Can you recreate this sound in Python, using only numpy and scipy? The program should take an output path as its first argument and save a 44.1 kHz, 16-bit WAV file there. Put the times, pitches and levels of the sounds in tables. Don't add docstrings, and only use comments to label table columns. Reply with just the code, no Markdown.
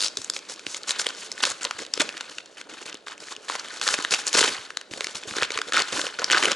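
import sys
import numpy as np
from scipy import signal
from scipy.fft import rfft, irfft, next_fast_len
from scipy.io import wavfile
from scipy.ndimage import uniform_filter1d

SR = 44100
rng = np.random.default_rng(int(sys.argv[2]) if len(sys.argv) > 2 else 0)


def undo_db(level):
    steps = np.asarray(level, float) / 20
    return 10 ** steps


def persist_wave(psi):
    counts = np.round(np.clip(psi, -1, 1) * 32767).astype(np.int16)
    wavfile.write(sys.argv[1], SR, np.atleast_2d(counts).T)


N = 288855

# (frequency [Hz], density [dB per Hz])
AIR_SPECTRUM = [(24, -42), (40, -34), (429, -6.5), (720, 3), (1720, -17), (7210, -55), (11000, -22),
                (12000, -55), (22000, -120)]
AIR_DB = -63
# (frequency [Hz], T60 [s])
ROOM_DECAY = [(200, 0.27), (1500, 0.61), (5000, 0.32), (10000, 0.17)]
# (frequency [Hz], difference [dB])
PORT_LEVEL = [(60, -1), (220, -4), (840, -2), (3130, 2), (10500, 0.5), (12000, -1)]
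# (frequency [Hz], left lead [rad])
PORT_PHASE = [(0, -0.72), (1030, 0.6), (5940, 0.27), (11900, -0.77)]
EDGE_HZ = 11040

# (frequency [Hz], density [dB per Hz])
PAPER_SPECTRUM = [(24, -52), (40, -38.5), (149, -28.5), (302, -8), (556, -2.5), (737, -7.5), (1490, 0.5),
                  (1840, -6), (2950, -4), (7040, 0), (9550, -21), (11000, -14.5), (14300, -77),
                  (22000, -120)]
# (frequency [Hz], width [Hz], level [dB])
BAG_MODES = [(1620, 1050, -7), (3000, 330, -10)]
# (time [s], share [0-1])
BAG_OPENING = [
    (0, 0.033),
    (3.4, 0.46),
    (4.4, 0.18),
    (5.6, 0.32),
    (6.55, .9),
]

# (time [s], peak level [dB])
FLOPS = [(0.191, -44), (0.67, -46), (1.511, -47), (1.988, -59), (4.344, -44), (4.912, -42), (5.152, -44),
         (5.274, -42), (5.314, -42), (5.421, -39), (5.56, -45), (5.925, -43), (5.939, -41), (4.59, -48),
         (1.75, -50)]
# (time [s], peak level [dB], panel pitch [Hz])
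PANEL_POPS = [(0.177, -34, 398), (0.186, -34, 264), (0.364, -36, 552), (0.495, -34, 519), (0.744, -40, 549),
              (1.467, -28, 549), (1.654, -28, 560), (1.819, -32, 509), (1.999, -19, 280), (2.016, -20, 589),
              (2.079, -36, 514), (2.148, -37, 334), (2.726, -35, 310), (2.816, -35, 380), (2.887, -38, 334),
              (3.218, -42, 517), (3.868, -31, 509), (3.938, -26, 598), (4.121, -24, 514), (4.374, -27, 517),
              (4.439, -22, 439), (4.479, -30, 320), (4.911, -31, 318), (5.066, -34, 369), (5.152, -35, 226),
              (5.179, -40, 361), (5.254, -33, 423), (5.276, -33, 336), (5.299, -38, 242), (5.315, -31, 205),
              (5.519, -35, 522), (5.557, -30, 458), (5.586, -27, 436), (5.604, -35, 439), (5.624, -38, 291),
              (5.682, -35, 474), (5.799, -28, 423), (5.931, -26, 291), (5.98, -25, 320), (6.009, -33, 320),
              (6.065, -29, 493), (6.194, -24, 460), (6.307, -28, 331), (6.347, -22, 363), (6.435, -22, 363),
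              (6.471, -24, 433), (6.512, -24, 568)]
POP_RISE_S, POP_T60_S, POP_DB = .0015, .035, -1

# (time [s], peak level [dB], ring pitch [Hz])
EXTRA_CREASES = [(0.0462, -8, 4610), (0.0589, -12, 4390), (0.0705, -16, 4070), (0.1556, -34, 5040),
                 (0.4982, -20, 5710), (0.5612, -29, 4010), (0.6393, -36, 1180), (0.7152, -26, 6800),
                 (0.8829, -22, 7470), (1.1499, -25, 1610), (1.1677, -31, 4310), (1.3796, -21, 1790),
                 (1.4367, -10, 1400), (1.6182, -22, 4180), (1.7666, -28, 1120), (1.9558, -23, 7130),
                 (2.0172, -9, 7710), (2.0191, -11, 6440), (2.1268, -29, 5340), (2.2559, -31, 3400),
                 (2.2982, -26, 4220), (2.353, -31, 5770), (2.5846, -31, 1400), (2.6719, -35, 950),
                 (2.6969, -29, 2670), (2.7909, -33, 2260), (2.8279, -27, 2710), (2.8577, -27, 2330),
                 (2.9718, -33, 4740), (3.2047, -28, 4840), (3.2386, -27, 2730), (3.2697, -31, 4820),
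                 (3.3103, -30, 2710), (3.3519, -31, 3270), (3.4905, -20, 3100), (3.6855, -25, 3040),
                 (3.8289, -15, 4240), (3.9783, -21, 4500), (4.1093, -12, 4480), (4.1392, -6, 2970),
                 (4.1965, -19, 4330), (4.2182, -22, 6830), (4.2933, -17, 4440), (4.3235, -24, 1490),
                 (4.3408, -12, 4590), (4.3609, -6, 3040), (4.9121, -25, 3140), (5.0202, -24, 1940),
                 (5.2759, -26, 3340), (5.3777, -18, 1400), (5.4178, -19, 3490), (5.6868, -23, 3530),
                 (5.7803, -9, 3450), (5.8025, -7, 1270), (6.0079, -16, 7130), (6.0902, -26, 1440),
                 (6.1259, -31, 1510), (6.3313, -8, 1490), (6.5122, -12, 1490), (6.5312, -15, 3320)]
# (time [s], peak level [dB],
# ring pitch [Hz])
DRY_CREASES = [(0.2174, -21, 6600), (0.2455, -9, 7150), (0.2997, -2, 5050), (0.3652, -13, 2740),
               (0.5947, -21.5, 2500), (0.7457, -13, 3000), (0.768, -15, 6900), (0.8335, -21, 4700),
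               (0.8934, -6, 4150), (0.908, -2.5, 3960), (0.9944, -17, 4600), (1.0895, -14, 4320),
               (1.3175, -11.5, 4900), (1.3255, -18, 6400), (1.4377, -6, 1480), (1.4533, -4, 4000),
               (1.5022, -10, 7300), (1.6435, -9, 7700), (1.6508, -2.5, 3830), (1.7104, -8, 1500),
               (1.851, -21, 2150), (1.865, -23, 4260), (1.9383, -3.5, 5140), (1.9989, -9, 7350),
               (2.0063, -8, 2420), (2.0914, -13.5, 2610), (2.178, -19, 3100), (2.2091, -12, 2950),
               (2.384, -15, 2680), (2.4592, -31, 4180),
               (2.9278, -20.5, 3080), (3.0708, -21, 1140), (3.083, -19, 1660), (3.1792, -27.5, 2560),
                   (3.2852, -24.5, 1870), (3.365, -18.5, 2880), (3.5961, -17, 4970), (3.646, -27, 1770),
                   (3.8145, -7, 1690), (3.868, -13, 1500), (3.8778, -3, 3670), (3.8882, -1.5, 1490),
                   (3.9405, -4, 2300), (4.025, -12, 7050), (4.049, -3.5, 1770), (4.137, -11, 5000),
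                   (4.145, -4, 2700), (4.1903, -16, 1720), (4.2687, -6, 7060), (4.2768, -8, 4600),
                   (4.2807, -8, 7000), (4.3302, -8.5, 4650), (4.3476, -1, 5000), (4.38, -2, 4050),
                   (4.392, 2, 7650), (4.4085, -3, 3950), (4.4286, -3.5, 1620), (4.455, -14, 1530),
                   (4.772, -7.5, 4350), (4.813, -19, 2300),
               (4.9755, -22, 4650), (5.0443, -10, 2020), (5.07, -10, 2560), (5.1548, -14, 3160),
                   (5.236, -19.5, 2620), (5.432, -3, 2450), (5.44, -13, 3570), (5.4476, -18, 2300),
                   (5.5196, -12, 4100), (5.589, -9, 2070), (5.6166, -9, 1650), (5.723, -9, 1710),
                   (5.735, -8.5, 3860), (5.7673, -5, 2400), (5.772, -4, 1380), (5.7941, -5.5, 3280),
                   (5.8205, -9, 4350), (6.0154, -8, 3570), (6.0678, -12.5, 2450), (6.1886, -15, 1470),
                   (6.1948, -12.5, 3000), (6.244, -1.5, 5170), (6.3008, -8, 1800), (6.3104, -3.5, 2340),
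                   (6.3165, -1, 3140), (6.3474, -7, 1540), (6.372, -9, 1330), (6.4275, -6, 1280),
                   (6.4555, -2.5, 2800), (6.5174, -3.5, 4670),
               (2.6138, -21.5, 1600), (2.5716, -30, 2400), (0.3369, -18, 5080), (1.632, -13, 7680),
                (0.391, -21, 7000), (1.8206, -19.5, 5000), (2.1695, -18, 2900), (2.897, -23, 2600),
                (3.6583, -24, 2000), (4.44, -5, 1450), (5.3104, -17.5, 1900), (6.3245, -3, 3100)]
# (time [s], peak level [dB], ring pitch [Hz], thump relative level [dB])
PANEL_BUCKLES = [(0.1719, -7.5, 4370, -22), (0.6667, -10, 3320, -16), (1.0673, -3, 3040, -18),
                 (1.1047, -20.5, 2930, -17), (1.5148, -20, 1510, -11), (1.6111, -22, 3020, -16),
                 (1.7924, -41, 1200, -10), (1.9761, -11.5, 2190, -9.5), (2.0024, -6, 2420, -14),
                 (2.738, -26, 2560, -9), (2.9442, -19.5, 7000, -12.5), (3.321, -28, 1331, -10),
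                 (3.4988, -12, 1070, -19.5), (3.5537, -14.5, 1100, -12), (3.7977, -23, 4440, -14),
                 (3.9885, -15, 1580, -4), (4.122, -5, 4480, -21), (4.3519, -7, 1400, -7.5),
                 (4.4136, -2, 3830, -11.5), (4.7048, -21, 1720, -20), (4.9369, -17.5, 2700, -7.5),
                 (5.008, -10, 2000, -17), (5.3667, -10.5, 5530, -10), (5.3845, -12.5, 1320, -8),
                 (5.424, -4.5, 1570, -14), (5.5052, -12, 2400, -12.5), (5.7437, -9.5, 1780, -12),
                 (5.9938, -11.5, 1540, -12), (6.219, -17.5, 1490, -6), (6.4834, -8, 1660, -19)]
# (start [s], length [s], peak level [dB], ring pitch [Hz])
FOLD_RUNS = [
    (0.003, 0.08, -7.5, 4400),
    (1.616, 0.025, -23, 1520),
    (4.341, 0.055, -7.5, 4030),
    (5.336, 0.05, -21.5, 1330),
    (5.572, 0.006, -9, 1310),
    (5.785, 0.03, -20, 1990),
    (6.331, 0.04, -9, 1470),
    (6.434, 0.014, -6.5, 2030),
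    (6.507, 0.03, -20, 2140),
]
RUN_GAP_S, RUN_FADE_DB_PER_S = .011, 70
RUN_SPREAD_DB, RUN_SPREAD_LOG_PITCH = 1.5, 0.098
SNAP_LEAD_S, EXTRA_LATE_S = .002, -.0004
DRY_THUMP_DB, DRY_SPREAD_DB = -31, 3.5

# (time [s], level [dB])
HAND_GRIP = [(0, -49), (0.55, -49.5), (0.82, -49), (1.12, -44), (1.3, -46.5), (1.75, -46), (1.9, -56),
             (1.96, -44), (2.27, -49), (2.47, -58), (3.0, -62), (3.4, -54.5), (4.06, -40.5), (4.3, -40),
             (4.85, -60), (5.2, -46), (6.1, -45.5), (6.55, -53)]
GRIP_FIZZ_DB, GRIP_FLEX_DB, GRIP_FLEX_SHARE = -3, -51.5, 0.2
# (start [s], length [s], effort [dB], fizz relative level [dB])
SEAM_PULLS = [(0.873, 0.047, -32, 5), (0.917, 0.067, -38, -7), (0.986, 0.034, -36, 11),
              (1.02, 0.09, -38.5, -2.5), (1.167, 0.11, -51, 12), (1.38, 0.036, -41, -1),
              (1.424, 0.018, -25, 2.5), (1.455, 0.066, -31, 2.3), (1.61, 0.025, -41, 1),
              (1.998, 0.024, -27, 3.5), (2.098, 0.2, -44.5, -12), (2.572, 0.045, -42.5, -3.5),
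              (3.063, 0.073, -45, -4), (3.308, 0.026, -37, -3.5), (3.415, 0.073, -49.5, 0.5),
              (3.483, 0.081, -32, -3.5), (3.561, 0.23, -41.5, -4), (3.814, 0.137, -32, 4),
              (3.951, 0.098, -36, -3), (4.107, 0.045, -27, 3), (4.152, 0.07, -37, 1.5),
              (4.217, 0.052, -51, -1), (4.263, 0.035, -33, 2), (4.328, 0.019, -37, 10),
              (4.345, 0.105, -27.5, -0.5), (4.347, 0.01, -27, -2), (4.372, 0.024, -30, 5),
              (4.406, 0.011, -27, 1), (4.437, 0.013, -26, -1), (3.936, 0.01, -27, -1),
              (4.117, 0.014, -31, 3), (1.428, 0.012, -33, -8), (4.455, 0.04, -26, 0), (4.5, 0.05, -35, -1),
              (4.55, 0.05, -43, -7), (5.364, 0.095, -32.5, -4.5), (5.504, 0.1, -39, -3),
              (5.624, 0.1, -50.5, -12), (5.735, 0.09, -24, -8.5), (5.826, 0.11, -36.5, -4.5),
              (6.31, 0.074, -25.5, -8.5)]
# (start [s], length [s], effort [dB], fizz relative level [dB])
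SHEET_BENDS = [(0.0, 0.067, -45.5, 17.5), (0.172, 0.017, -50, 13), (0.186, 0.093, -49, 6),
               (0.343, 0.038, -48, 13), (0.487, 0.055, -46, 9.5), (0.662, 0.12, -47, 9.5),
               (1.641, 0.033, -34, -16), (1.785, 0.053, -36, -1.5), (1.998, 0.006, -40, 3.5),
               (2.026, 0.077, -42, -2), (2.291, 0.12, -48.5, 0.5), (2.691, 0.129, -47, -2.5),
               (2.815, 0.025, -46.5, 3), (2.854, 0.045, -44, 2.5), (2.51, 0.046, -58.5, 4),
               (5.67, 0.035, -43, 2), (2.897, 0.061, -45.5, -15), (3.201, 0.13, -46.5, 2),
               (3.72, 0.09, -58, 8), (4.488, 0.041, -38, -2), (4.911, 0.228, -44, 1.5),
               (5.148, 0.04, -41, 5.5), (5.272, 0.1, -41.5, 4.1), (5.923, 0.1, -33.5, 1.5),
               (6.026, 0.058, -37.5, 1.5), (6.186, 0.15, -39.5, -5), (6.385, 0.038, -33, 2),
               (6.425, 0.1055, -29, -4)]
PULL_FLEX_DB, BEND_FLEX_DB = -12, -3
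PULL_SAG_DB, BEND_SAG_DB = 1.5, -3
SPRING_BACK_S = 0.1
SPRING_BACK_GAIN = [
    [0.38],
    [0.26],
    [0.38],
]


def evened(x):
    return x / np.sqrt(np.mean(x ** 2) + 1e-20)


def read(points, hz):
    f, value = np.transpose(points)
    return np.interp(np.log(hz + 1), np.log(f + 1), value)


def add(mix, start_s, sound):
    part = mix[..., round(start_s * SR):][..., :sound.shape[-1]]
    part += sound[..., :part.shape[-1]]


def ring(x, hz, width_hz):
    centre_hz = np.clip(hz, 50, SR / 2.2)
    b, a = signal.iirpeak(centre_hz, max(hz / width_hz, .3), SR)
    return signal.lfilter(b, a, x)


def coloured(x, points):
    hz = abs(np.fft.fftfreq(4096, 1 / SR))
    log_gain = np.log(undo_db(np.maximum(read(points, hz), -90)))
    taps = np.fft.ifft(np.exp(np.conj(signal.hilbert(log_gain)))).real[:2048]
    return signal.oaconvolve(x, taps[None])[:, :N]


def air():
    a, b = rng.standard_normal((2, N))
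    return undo_db(AIR_DB) * evened(coloured(np.array([a, .5 * a + 1.5 * b]), AIR_SPECTRUM))


def room(x):
    taps = np.zeros((2, SR))
    at = np.arange(120, SR - 20, 20) + rng.integers(0, 20, (2, (SR - 121) // 20))
    np.put_along_axis(taps, at, rng.choice([-1., 1.], at.shape), 1)
    taps[1] = 0.69 * taps[0] + 0.68 * taps[1]
    hz, t, z = signal.stft(taps, SR, nperseg=256)
    decay = undo_db(-60 * t / read(ROOM_DECAY, hz)[:, None])
    tail = signal.istft(z * decay, SR, nperseg=256)[1]
    return signal.fftconvolve(x.mean(0)[None], tail / np.linalg.norm(tail[0]), axes=1)[:, :N]


def bag_hollow(paper):
    hollow = sum(undo_db(db) * ring(paper, hz, width_hz) for hz, width_hz, db in BAG_MODES)
    return 2 * np.interp(np.arange(N) / SR, *np.transpose(BAG_OPENING)) * hollow


def thuds():
    out = np.zeros((2, N))
    t = np.arange(2000) / SR
    swing = np.sin(2 * np.pi * 110 * t) * np.exp(-t / 0.0074)
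    for (start_s, db), lean in zip(FLOPS, rng.uniform(-0.61, 0.46, len(FLOPS))):
        sides = 1 + lean * np.array([[1], [-1]])
        add(out, start_s, undo_db(db + 16.5) * sides * swing)
    return out


def pops():
    out = np.zeros((2, N))
    t = np.arange(3000) / SR
    shape = (1 - np.exp(-t / POP_RISE_S)) * undo_db(-60 * t / POP_T60_S)
    shape = shape / shape.max()
    for (start_s, db, hz), (lean, over) in zip(PANEL_POPS, rng.uniform(-1, 1, (60, 2))):
        over_hz = hz * (1.6 + .2 * over)
        swing = np.sin(2 * np.pi * hz * t) + .4 * np.sin(2 * np.pi * over_hz * t)
        sides = 1 + .3 * lean * np.array([[1], [-1]])
        add(out, start_s, undo_db(db + POP_DB) * sides * swing * shape)
    return out


def snap(db, hz, thump_db, chance):
    t = np.arange(len(chance)) / SR - SNAP_LEAD_S
    t60_s = np.where(t < 0, .006, 0.0096 * np.exp(0.35 * chance[4, 1]))
    breaks = 0.47 * chance[:, 0] * (chance[:, 1] > .66) * undo_db(-60 * abs(t) / t60_s)
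    breaks[round(SNAP_LEAD_S * SR)] = 1.46 * np.sign(chance[0, 0])

    other_hz = hz * np.exp(0.29 + 0.45 * chance[1, 0])
    main = ring(breaks, hz, .28 * hz)
    other = .4 * ring(breaks, other_hz, 0.83 * hz)
    edge = 0.15 * np.sqrt(hz / 4000 + 0.28) * (breaks - uniform_filter1d(breaks, size=40))
    crack = main + other + edge

    panel_hz = 380 * np.exp(0.306 * chance[2, 0])
    after = np.maximum(t, 0)
    push = np.sin(2 * np.pi * panel_hz * after) * undo_db(-60 * after / 0.014)
    push = push * (1 - np.exp(-after / 0.00013))
    pan = undo_db(1.3 * chance[3, 0] * np.array([[.5], [-.5]]))
    return undo_db(db + 2.0) * pan * (crack / abs(crack).max() + undo_db(thump_db + 1.5) * push)


def extra_creases():
    out = np.zeros((2, N))
    for (start_s, db, hz), chance in zip(EXTRA_CREASES, rng.standard_normal((60, 1000, 2))):
        add(out, start_s + EXTRA_LATE_S - SNAP_LEAD_S, snap(db, hz, DRY_THUMP_DB, chance))
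    return out


def runs():
    rows = []
    for (start, length, db, hz), chance in zip(FOLD_RUNS, rng.standard_normal((len(FOLD_RUNS), 3, 12))):
        steps = np.arange(12) * RUN_GAP_S
        late, loud, pitch = chance[:, steps < length]
        times = start + steps[steps < length] + RUN_GAP_S / 4 * abs(late)
        levels_db = db + RUN_SPREAD_DB * loud.clip(-2, 1) - RUN_FADE_DB_PER_S * (times - start)
        rows += zip(times, levels_db, hz * np.exp(RUN_SPREAD_LOG_PITCH * pitch))
    return rows


def snaps():
    out = np.zeros((2, N))
    dry_creases = DRY_CREASES + runs()
    thumps_db = DRY_THUMP_DB + DRY_SPREAD_DB * rng.standard_normal(200).clip(-2, 1)
    creases = PANEL_BUCKLES + [(*row, db) for row, db in zip(dry_creases, thumps_db)]
    for (start_s, *row), chance in zip(creases, rng.standard_normal((200, 1000, 2))):
        add(out, start_s - SNAP_LEAD_S, snap(*row, chance))
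    return out


def clumps(fall_ms, depth_db):
    steps, rate = N // 16 + 2, SR / 16
    jolts = rng.exponential(1, steps) * (rng.random(steps) < 1000 / fall_ms / rate)
    fall = np.exp(-1000 / (fall_ms * rate))
    swell = uniform_filter1d(signal.lfilter([1], [1, -fall], jolts), size=6)
    gain = evened(undo_db(depth_db * np.minimum(swell, 3.6)))
    return np.interp(np.arange(N) / SR, np.arange(steps) / rate, gain)


def grains(lo_hz, hi_hz, per_s, cycles, spread_db, clump_ms, clump_db, wide, count=10):
    out = np.zeros((2, N))
    for hz in np.geomspace(lo_hz, hi_hz, count):
        t = np.arange(min(1200, round(8 * cycles * SR / hz))) / SR
        wavelet = np.sin(2 * np.pi * hz * t) * np.exp(-t * hz / cycles)
        wavelet = evened(wavelet)[None] * np.sqrt(hz / len(t))
        place, big, sign, lean = rng.random((round(per_s / count * N / SR), 4)).T
        size = undo_db(spread_db * np.minimum(-np.log(big + 1e-9), 4)) * np.sign(sign - .5)
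        sides = 1 + wide * (2.8 * lean - 1.56) * [[1], [-1]]
        hits = np.zeros((2, N))
        hits[:, (place * N).astype(int)] = size * sides
        out += signal.oaconvolve(hits * clumps(clump_ms, clump_db), wavelet)[:, :N]
    return evened(out * clumps(2 * clump_ms, clump_db))


def hand_moves():
    moves = np.zeros((3, N))
    kinds = ((SEAM_PULLS, PULL_FLEX_DB, PULL_SAG_DB), (SHEET_BENDS, BEND_FLEX_DB, BEND_SAG_DB))
    for rows, flex_db, sag_db in kinds:
        for start_s, length_s, effort_db, fizz_db in rows:
            slope_db = sag_db * np.linspace(-.5, .5, round(length_s * SR))
            add(moves, start_s, undo_db(effort_db + np.array([[0], [fizz_db], [flex_db]]) + slope_db))
    return uniform_filter1d(moves, size=300) * clumps(fall_ms=4, depth_db=2.0)


def handling():
    grip_db = np.interp(np.arange(N) / SR, *np.transpose(HAND_GRIP))
    grip_flex_db = GRIP_FLEX_DB + GRIP_FLEX_SHARE * (grip_db - GRIP_FLEX_DB)
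    rest = undo_db(np.array([grip_db, grip_db + GRIP_FIZZ_DB, grip_flex_db]))
    moves = hand_moves()
    held = np.maximum(rest, moves)
    spring = np.exp(-1 / (SPRING_BACK_S * SR))
    held = np.maximum(held, SPRING_BACK_GAIN * signal.lfilter([1 - spring], [1, -spring], moves))
    settle = np.exp(-1 / (0.0061 * SR))
    settling = 0.53 * signal.lfilter([1 - settle], [1, -settle], held)
    tear, fizz, flex = np.maximum(held, settling)
    out = tear * grains(859, 4340, per_s=1800, cycles=2.9, spread_db=2.4,
                        clump_ms=6, clump_db=2.0, wide=0.24)
    out = out + fizz * grains(4150, 10700, per_s=5400, cycles=1.4, spread_db=2.0,
                              clump_ms=5, clump_db=1.0, wide=0.24)
    return out + flex * grains(149.0, 626, per_s=900, cycles=0.97, spread_db=2.0,
                               clump_ms=12, clump_db=1.3, wide=0.15)


def scene():
    paper = handling() + snaps() + thuds() + extra_creases() + pops()
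    paper = paper + bag_hollow(paper)
    paper = undo_db(4.0) * coloured(paper, [(hz, .5 * db) for hz, db in PAPER_SPECTRUM])
    return paper + undo_db(-16.5) * room(paper) + air()


def low_pass(x):
    return signal.sosfilt(signal.butter(12, 12310, fs=SR, output="sos"), x)


def record(dry):
    size = next_fast_len(N)
    hz = np.fft.rfftfreq(size, 1 / SR)
    half = undo_db(read(PORT_LEVEL, hz) / 2) * np.exp(.5j * read(PORT_PHASE, hz))
    low_cut = hz / np.hypot(hz, 70)
    edge = np.where(hz < EDGE_HZ, 1, 0.26 * (EDGE_HZ / (hz + 1)) ** 22) * low_cut
    overloaded = 0.99 * np.tanh(dry / 1.071)
    ports = irfft(rfft(overloaded, size) * np.array([half, 1 / half]) * edge, size)[:, :N]
    ports = 0.8 * ports / (1 + (abs(ports) / 0.95) ** 8) ** .125
    return low_pass(ports)


dry = scene()
out = record(dry)
persist_wave(out)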